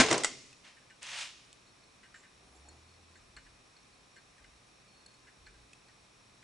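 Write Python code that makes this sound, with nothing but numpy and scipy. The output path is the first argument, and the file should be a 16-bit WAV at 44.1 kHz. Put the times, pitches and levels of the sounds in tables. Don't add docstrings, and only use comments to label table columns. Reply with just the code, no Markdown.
import sys
import numpy as np
from scipy import signal
from scipy.fft import rfft, irfft, next_fast_len
from scipy.io import wavfile
from scipy.ndimage import uniform_filter1d

SR = 44100
rng = np.random.default_rng(int(sys.argv[2]) if len(sys.argv) > 2 else 0)


def persist_wave(psi):
    counts = np.round(np.clip(psi, -1, 1) * 32767).astype(np.int16)
    wavfile.write(sys.argv[1], SR, np.atleast_2d(counts).T)


N = 283915
T = np.arange(N) / SR
HIT_T = T[:SR // 2]

# (time [s], level [dB], treble tilt [dB/octave])
BLOWS = [(0.0003, -15, 0), (0.0045, -19.5, 0), (0.0085, -17.5, -1), (0.033, -24.5, -2.5),
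         (0.062, -31.5, -0.5), (0.085, -29.5, -2), (0.104, -31, -1), (0.1114, -26, -1.5),
         (0.126, -27.5, -0.5), (0.141, -29, -1.5), (0.176, -36.5, -3), (0.201, -39, -1)]
# (frequency [Hz], level [dB])
BENCH_COLOUR = [(40, -37), (90, -16), (130, -10), (190, -15), (290, -5.5), (500, -10), (680, -9),
                (860, -10.5), (1100, -11.5), (1800, -8.5), (3200, -11), (6500, -12.5), (8500, -17.5),
                (11000, -33)]
# (frequency [Hz], level [dB], t60 [s])
BENCH_MODES = [(262.7, 7, 0.099), (335, -4.5, 0.14), (440, -9, 0.3), (650, -2, .11), (736, -11.5, .12),
               (1058, 0, 0.112), (1552, 0.5, 0.12), (1728, -2, 0.085), (2104, -4.5, .09),
               (2370, -0.5, 0.1013), (2680, -13, .12), (4290, -7.5, 0.13), (4510, -10.5, .14),
               (5270, -9, .12), (6365, -8.5, .14)]
HARD_DB, BLOW_RING_DB, RING_DB_PER_DB = -16.5, -2, 0.9
BLOW_CRACK_T60_S = 0.11
# (time [s], level [dB])
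SHUDDERS = [(0.0, -33), (0.106, -28.5)]
# (frequency [Hz], level [dB])
SHUDDER_COLOUR = [(60, -39.5), (135, -7.5), (200, -12), (280, -7.5), (360, -0.5), (450, -3), (560, -6.5),
                  (690, -6), (880, -15.5), (1050, -8), (1500, -19), (2500, -44.5)]
SHUDDER_ATTACK_S, SHUDDER_T60_S = 0.016, 0.39
# (frequency [Hz], left minus right [dB])
CLATTER_LEAN = [(190, -1), (340, -0.5), (600, 3), (1060, 0.5), (1900, 0), (6000, 0)]

# (time [s], level [dB], ring relative to crack [dB], crack t60 [s])
CLACKS = [(0.1122, -30, -6.5, 0.02), (0.128, -27, -16, 0.024), (0.1782, -34, -20, 0.036),
          (0.2356, -32, -18, 0.026), (0.2454, -24, -12, 0.032), (0.2478, -31.5, -12, 0.21)]
# (frequency [Hz], level [dB])
CLACK_COLOUR = [(150, -25), (300, -10), (700, -10), (1000, -7), (1400, -2.5), (1720, -10.5), (2000, 0.5),
                (2400, -9), (3050, -3.5), (3900, -10), (5500, -4.5), (6600, -6.5), (7800, -0.5),
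                (11000, -25.5)]
# (frequency [Hz], level [dB], t60 [s])
STEEL_MODES = [(678, -9, 0.13), (1990, 5, 0.088), (2120, -4, 0.33), (2950, -18, 0.16), (3180, -11, 0.14),
               (4460, -5, 0.21), (5660, -5.5, 0.43), (7350, -7, .05), (7900, 3, 0.058)]

# (start [s], length [s], final level [dB], final brightness [dB])
STROKES = [(0.632, 0.05, -56, -2.5), (1.011, .208, -38.7, .5)]
# (frequency [Hz], level [dB])
SLIDE_COLOUR = [(150, -45), (300, -28), (470, -22), (560, -11), (800, -11), (950, -7.5), (1300, -8),
                (1750, -3.5), (2200, -3), (2700, -1), (4200, -5.5), (4700, -7), (6100, -7), (8500, -13),
                (9400, -17.5), (11000, -24)]
GRIP_S, CLIMB_DB_PER_S, RUN_OUT_T60_S, BRIGHTEN_DB_PER_S = 0.016, 46, 0.31, 6

# (time [s], level [dB], contact time [s])
KNOCKS = [(0.766, -59, 0.018), (0.816, -67, .015), (0.899, -55, 0.019), (2.031, -55, 0.032),
          (2.1425, -50, .027), (2.232, -57, .027), (3.154, -60, 0.011), (3.3665, -50, .021),
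          (3.463, -61, 0.011), (4.16, -54.5, .027), (4.379, -62, .016), (4.442, -59, .003),
          (5.268, -57, .025), (5.467, -53.5, .007), (5.541, -64, .012), (5.881, -64, .02),
          (6.426, -57.5, .013)]
# (frequency [Hz], level [dB], t60 [s])
WRENCH_MODES = [(1460, -10, 0.057), (1510, -3, 0.11), (1583, 2, 0.07), (1736, -1, 0.08), (1860, 2.5, 0.055),
                (2040, 2, 0.029), (2345, -11, 0.17), (2900, -8.5, 0.12), (4280, -20, 0.034),
                (7550, -20, .03)]
# (time [s], level [dB], contact time [s])
PINGS = [(1.664, -66.5, 0.02), (1.835, -64.5, 0.01), (2.6854, -55, .005), (2.885, -66, .023),
         (2.935, -66.5, .015), (3.154, -65, .005), (3.3655, -54, .0005), (3.7652, -61.5, .003),
         (3.925, -69.5, 0.018), (4.164, -63, .014), (5.0615, -55, .003), (5.139, -66, .003),
         (5.463, -61, .008), (5.885, -68, .002)]
# (frequency [Hz], level [dB], t60 [s])
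TAP_MODES = [(4320, -3, 0.041), (4342, -2.5, 0.029), (6910, -13, .025), (7900, -8, 0.03), (9600, -19, .025)]
# (frequency [Hz], level [dB])
RATTLE_COLOUR = [(300, -38), (1150, -17), (1550, 1), (2200, -1.5), (3300, -8), (4400, -5), (6200, -12),
                 (7700, -1.5), (9000, -20), (11000, -28)]
REFERENCE_CONTACT_S = 0.01

# (time [s], level [dB], ring relative to crack [dB], crack t60 [s])
SNAPS = [(0.529, -63, 5, .02), (1.0298, -47, -13, 0.004), (1.529, -56, -18, 0.011),
         (5.7325, -59.5, 2.5, 0.024)]
# (frequency [Hz], level [dB])
SNAP_COLOUR = [(500, -19), (2000, -11), (3000, 8), (5000, 5), (8000, 9), (11000, -6)]
# (frequency [Hz], level [dB], t60 [s])
CHIP_MODES = [(2570, 29, 0.027), (2540, -23, .04), (3500, 9, 0.087), (7500, -28, .03)]

# (start [s], length [s], level [dB])
SQUEALS = [(2.633, .11, -71), (4.865, .28, -71.5)]
SQUEAL_HZ, SQUEAL_EDGE_S = 4340, 0.03
# (time [s], level [dB], length [s])
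RUBS = [(2.139, -66, 0.087), (2.545, -70, 0.039), (3.16, -70, .035)]
# (frequency [Hz], level [dB])
RUB_COLOUR = [(6000, -23), (6850, -7), (7100, -14), (7550, 1), (7950, -23), (9000, -37)]

# (frequency [Hz], level [dB])
BRUSH_COLOUR = [(150, -23), (260, -3), (350, 0.5), (560, -8.5), (780, -1.5), (1100, -12), (2500, -27)]
BRUSH_START_S, BRUSH_LENGTH_S, BRUSH_EDGE_S, BRUSH_DB = 2.364, 0.5, 0.17, -66.5
SQUEAK_START_S, SQUEAK_LENGTH_S, SQUEAK_EDGE_S, SQUEAK_DB = 2.38, 0.26, 0.03, -80
SQUEAK_LOW_HZ, SQUEAK_HIGH_HZ, SQUEAK_PEAK_S, SQUEAK_WIDTH_S = 9150, 10030, 2.545, 0.07

DRONE_START_S, DRONE_LENGTH_S, DRONE_EDGE_S, DRONE_DB = 2.38, 0.88, 0.27, -65.3
DRONE_FROM_HZ, DRONE_TO_HZ, DRONE_GLIDE_S = 52, 87, 0.32
# (start [s], length [s], level [dB])
RUMBLES = [(2.28, .24, -69.5), (3.18, 0.41, -65), (4.38, .22, -67.5), (5.35, .34, -67.5)]
# (frequency [Hz], level [dB])
RUMBLE_COLOUR = [(20, -22.5), (36, -6.5), (46, 0), (60, -2.5), (90, -15.5), (200, -47)]
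RUMBLE_EDGE_S, RUMBLE_FLOOR_DB = 0.11, -79

# (frequency [Hz], level [dB])
AIR_COLOUR = [(15, -44), (25, -15), (54, -6.5), (124, -5), (152, -5), (235, -6.5), (372, -8), (492, -10),
              (840, -11), (1230, -14.5), (2270, -13.5), (2450, -15.5), (3410, -16), (4290, -15),
              (11000, -24), (14300, -58.5), (22000, -120)]
# (frequency [Hz], width [Hz], height [dB])
AIR_HUMPS = [(1200, 130, 5), (2482, 160, 6), (3130, 300, -0.5), (3770, 230, 2.5), (4900, 370, -1.5),
             (5570, 260, 7.5), (6400, 400, 0), (7950, 150, 3)]
AIR_DB = -62
# (frequency [Hz], level [dB])
HUM = [(120, -77.5), (1030, -83)]

# (frequency [Hz], t60 [s])
ROOM_T60 = [(120, 1.28), (500, 0.63), (1300, 0.48), (2500, 0.82), (5500, 0.94), (8000, 1.03), (11000, 1.06)]
# (frequency [Hz], level [dB])
ROOM_COLOUR = [(100, -4.5), (500, -5), (1200, -4.5), (2200, 1.5), (3500, 1), (5500, 2.5), (6800, -0.5),
               (7800, -6.5), (9200, -2), (11000, -4)]
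TOP_HZ = 11150


def undb(db):
    return 10 ** (np.asarray(db) / 20)


def unit(x):
    return x / np.sqrt(np.mean(x ** 2))


def strength(x):
    return x / np.sqrt(np.sum(x ** 2, axis=-1).mean() / (SR / 100))


def at(points, hz):
    point_hz, value = np.transpose(points)
    return np.interp(np.log(hz + 1), np.log(point_hz), value)


def colour(x, points, tilt_db=0, humps=()):
    size = next_fast_len(x.shape[-1] // 2 + 2048) * 2
    hz = np.fft.rfftfreq(size, 1 / SR)
    db = at(points, hz) + tilt_db * np.log2(np.maximum(hz, 300) / 2000)
    db = db + sum(height_db * np.exp(-((hz - hump_hz) / width_hz) ** 2)
                  for hump_hz, width_hz, height_db in humps)
    cepstrum = irfft(np.log(undb(db)))
    cepstrum[1:size // 2] *= 2
    cepstrum[size // 2 + 1:] = 0
    response = np.exp(rfft(cepstrum))
    return irfft(rfft(x, size) * response)[..., :x.shape[-1]]


def fade(t_s, t60_s):
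    return np.exp(-np.log(1000) * t_s / t60_s)


def swell(start_s, length_s, edge_s):
    from_edge_s = np.minimum(T - start_s, start_s + length_s - T)
    return np.sin(np.pi / 2 * np.clip(from_edge_s / edge_s, 0, 1))


def walk(rate_hz):
    step = int(SR / rate_hz)
    steps = np.repeat(rng.standard_normal(N // step + 1), step)
    return unit(uniform_filter1d(steps, step)[:N])


def tone(hz):
    return unit(np.sin(2 * np.pi * np.cumsum(hz) / SR))


def spread(mid, side, side_db):
    return mid + undb(side_db) * side * np.array([[1], [-1]])


def add(out, time_s, sound):
    i = max(int(time_s * SR), 0)
    out[:, i:i + sound.shape[-1]] += sound[..., :N - i]


def ring(modes, tilt_db=0, detune=0.0021):
    hz, db, t60_s = np.transpose(modes)[:, :, None]
    hz = hz * (1 + detune * rng.standard_normal(hz.shape))
    sign = rng.choice([-1, 1], hz.shape)
    gain = sign * undb(db + tilt_db * np.log2(hz / hz[0]))
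    return np.sum(gain * fade(HIT_T, t60_s) * np.sin(2 * np.pi * hz * HIT_T), axis=0)


def crack(points, t60_s, tilt_db=0, side_db=-12):
    noise = spread(*rng.standard_normal((2, len(HIT_T))), side_db)
    return strength(colour(noise * fade(HIT_T, t60_s), points, tilt_db))


def clatter():
    out = np.zeros((2, N))
    for time_s, db, tilt_db in BLOWS:
        ring_db = BLOW_RING_DB - RING_DB_PER_DB * (HARD_DB - db)
        ringing = undb(ring_db) * strength(ring(BENCH_MODES))
        cracking = crack(BENCH_COLOUR, BLOW_CRACK_T60_S, tilt_db, side_db=-8.5)
        add(out, time_s, undb(db) * (0 + strength(cracking + ringing)))
    out += shudder()
    left, right = out
    mid = (left + right) / 2
    side = colour((left - right) / 2, [(60, -17), (200, -15), (700, -1.5)])
    return np.array([colour(mid + side, CLATTER_LEAN), mid - side])


def shudder():
    noise = spread(*rng.standard_normal((2, N)), side_db=-16)
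    shaking = np.zeros(N)
    for time_s, db in SHUDDERS:
        attack = np.clip((T - time_s) / SHUDDER_ATTACK_S, 0, 1)
        decay = fade(np.maximum(T - time_s - SHUDDER_ATTACK_S, 0), SHUDDER_T60_S)
        shaking += undb(db) * attack * decay
    return unit(colour(noise, SHUDDER_COLOUR)) * shaking


def hard_hits(table, points, modes):
    out = np.zeros((2, N))
    for time_s, db, ring_db, t60_s in table:
        ringing = undb(ring_db) * strength(ring(modes))
        add(out, time_s, undb(db) * (crack(points, t60_s) + ringing))
    return out


def slide(grain_db=3.0):
    sizes = undb(grain_db * np.minimum(rng.exponential(size=N), 4))
    grains = spread(*(rng.standard_normal((2, N)) * sizes), side_db=-11.5)
    scrape = unit(colour(grains, SLIDE_COLOUR))
    low = signal.sosfilt(signal.butter(1, 3500, fs=SR, output="sos"), scrape)
    high = scrape - low
    out = np.zeros((2, N))
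    for start_s, length_s, db, final_bright_db in STROKES:
        end_s = start_s + length_s
        to_go_s = np.clip(end_s - T, 0, length_s)
        grip = np.clip((T - start_s) / GRIP_S, 0, 1)
        climb = undb(db - CLIMB_DB_PER_S * to_go_s)
        run_out = fade(np.maximum(T - end_s, 0), RUN_OUT_T60_S)
        bright_db = final_bright_db - BRIGHTEN_DB_PER_S * to_go_s
        out += grip * climb * run_out * (low * undb(-bright_db) + high * undb(2 * bright_db))
    return out


def slips(table, modes, bright_db, dulling_db, rattle_db, rattle_t60_s, detune):
    out = np.zeros((2, N))
    for time_s, db, contact_s in table:
        tilt_db = bright_db - dulling_db * np.log2(contact_s / REFERENCE_CONTACT_S)
        catches = rng.standard_normal(len(HIT_T)) * np.exp(-(HIT_T / contact_s) ** 2)
        ringing = signal.fftconvolve(catches, ring(modes, tilt_db, detune))
        body = strength(ringing[:len(HIT_T)])
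        rattle = crack(RATTLE_COLOUR, rattle_t60_s + 4 * contact_s, tilt_db, side_db=-8)
        add(out, time_s, undb(db) * (body + undb(rattle_db) * rattle))
    return out


def squeal():
    hz = SQUEAL_HZ * (1 + 0.006 * walk(250))
    binding = sum(undb(db) * swell(start_s, length_s, SQUEAL_EDGE_S) for start_s, length_s, db in SQUEALS)
    return tone(hz) * binding * undb(2 * walk(60))


def rubs():
    out = np.zeros((2, N))
    for time_s, db, length_s in RUBS:
        envelope = signal.windows.tukey(int(length_s * SR), 0.5)
        noise = unit(colour(rng.standard_normal(len(envelope)), RUB_COLOUR))
        add(out, time_s, undb(db) * envelope * noise)
    return out


def brush(uneven_db=1.5):
    rubbing = unit(colour(rng.standard_normal(N), BRUSH_COLOUR)) * undb(BRUSH_DB)
    rubbing = rubbing * swell(BRUSH_START_S, BRUSH_LENGTH_S, BRUSH_EDGE_S)
    arch = np.exp(-((T - SQUEAK_PEAK_S) / SQUEAK_WIDTH_S) ** 2)
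    squeak = tone(SQUEAK_LOW_HZ + (SQUEAK_HIGH_HZ - SQUEAK_LOW_HZ) * arch) * undb(SQUEAK_DB)
    squeak = squeak * swell(SQUEAK_START_S, SQUEAK_LENGTH_S, SQUEAK_EDGE_S)
    return (rubbing + squeak) * undb(uneven_db * walk(40))


def drone(waver_db=2.0):
    glide = np.exp(-np.maximum(T - DRONE_START_S, 0) / DRONE_GLIDE_S)
    hz = DRONE_TO_HZ + (DRONE_FROM_HZ - DRONE_TO_HZ) * glide
    hz = hz * (1 + 0.025 * walk(20))
    level = undb(DRONE_DB + waver_db * walk(9.9))
    return tone(hz) * level * swell(DRONE_START_S, DRONE_LENGTH_S, DRONE_EDGE_S)


def rumble():
    surges = sum(undb(db) * swell(start_s, length_s, RUMBLE_EDGE_S) for start_s, length_s, db in RUMBLES)
    return unit(colour(rng.standard_normal(N), RUMBLE_COLOUR)) * (undb(RUMBLE_FLOOR_DB) + surges)


def air():
    mid, side = rng.standard_normal((2, N))
    side = colour(side, [(60, -15), (300, 2.5), (1200, 5.5), (9000, -2.5)])
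    return unit(colour(spread(mid, side, side_db=-6), AIR_COLOUR, humps=AIR_HUMPS)) * undb(AIR_DB)


def hum():
    return sum(undb(db + 2 * walk(5.6)) * unit(np.sin(2 * np.pi * hz * T)) for hz, db in HUM)


def room(x, wet_db, build_s=0.013):
    t_s = T[:SR]
    hz = np.fft.rfftfreq(SR, 1 / SR)
    noise = rfft(spread(*rng.standard_normal((2, SR)), side_db=-7.5))
    band_hz = 2 ** (np.round(2 * np.log2(np.clip(hz, 128, 11000))) / 2)
    tail = sum(irfft(noise * (band_hz == centre_hz)) * fade(t_s, at(ROOM_T60, centre_hz))
               for centre_hz in np.unique(band_hz))
    tail = colour(tail * (1 - np.exp(-t_s / build_s)), ROOM_COLOUR)
    tail = unit(tail) / np.sqrt(SR)
    return x + undb(wet_db) * signal.fftconvolve(x, tail, axes=1)[:, :N]


def scene():
    clacks = hard_hits(CLACKS, CLACK_COLOUR, STEEL_MODES)
    wrench = slips(KNOCKS, WRENCH_MODES, bright_db=-2.0, dulling_db=0.0,
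                   rattle_db=-6, rattle_t60_s=0.081, detune=0.0055)
    pings = slips(PINGS, TAP_MODES, bright_db=-12.5, dulling_db=4.0,
                  rattle_db=-10.5, rattle_t60_s=0.019, detune=0.0031)
    snaps = hard_hits(SNAPS, SNAP_COLOUR, CHIP_MODES)
    tool = wrench + pings + squeal() + rubs() + brush() + snaps
    loud = room(clatter(), wet_db=-13.5) + room(clacks, wet_db=-19.5)
    small = room(slide(), wet_db=-14.0) + room(tool, wet_db=-12.5)
    return loud + small + drone() + rumble() + air() + hum()


def record(dry):
    return signal.sosfilt(signal.ellip(10, 0.2, 70, TOP_HZ, fs=SR, output="sos"), dry)


dry = scene()
out = record(dry)
persist_wave(out)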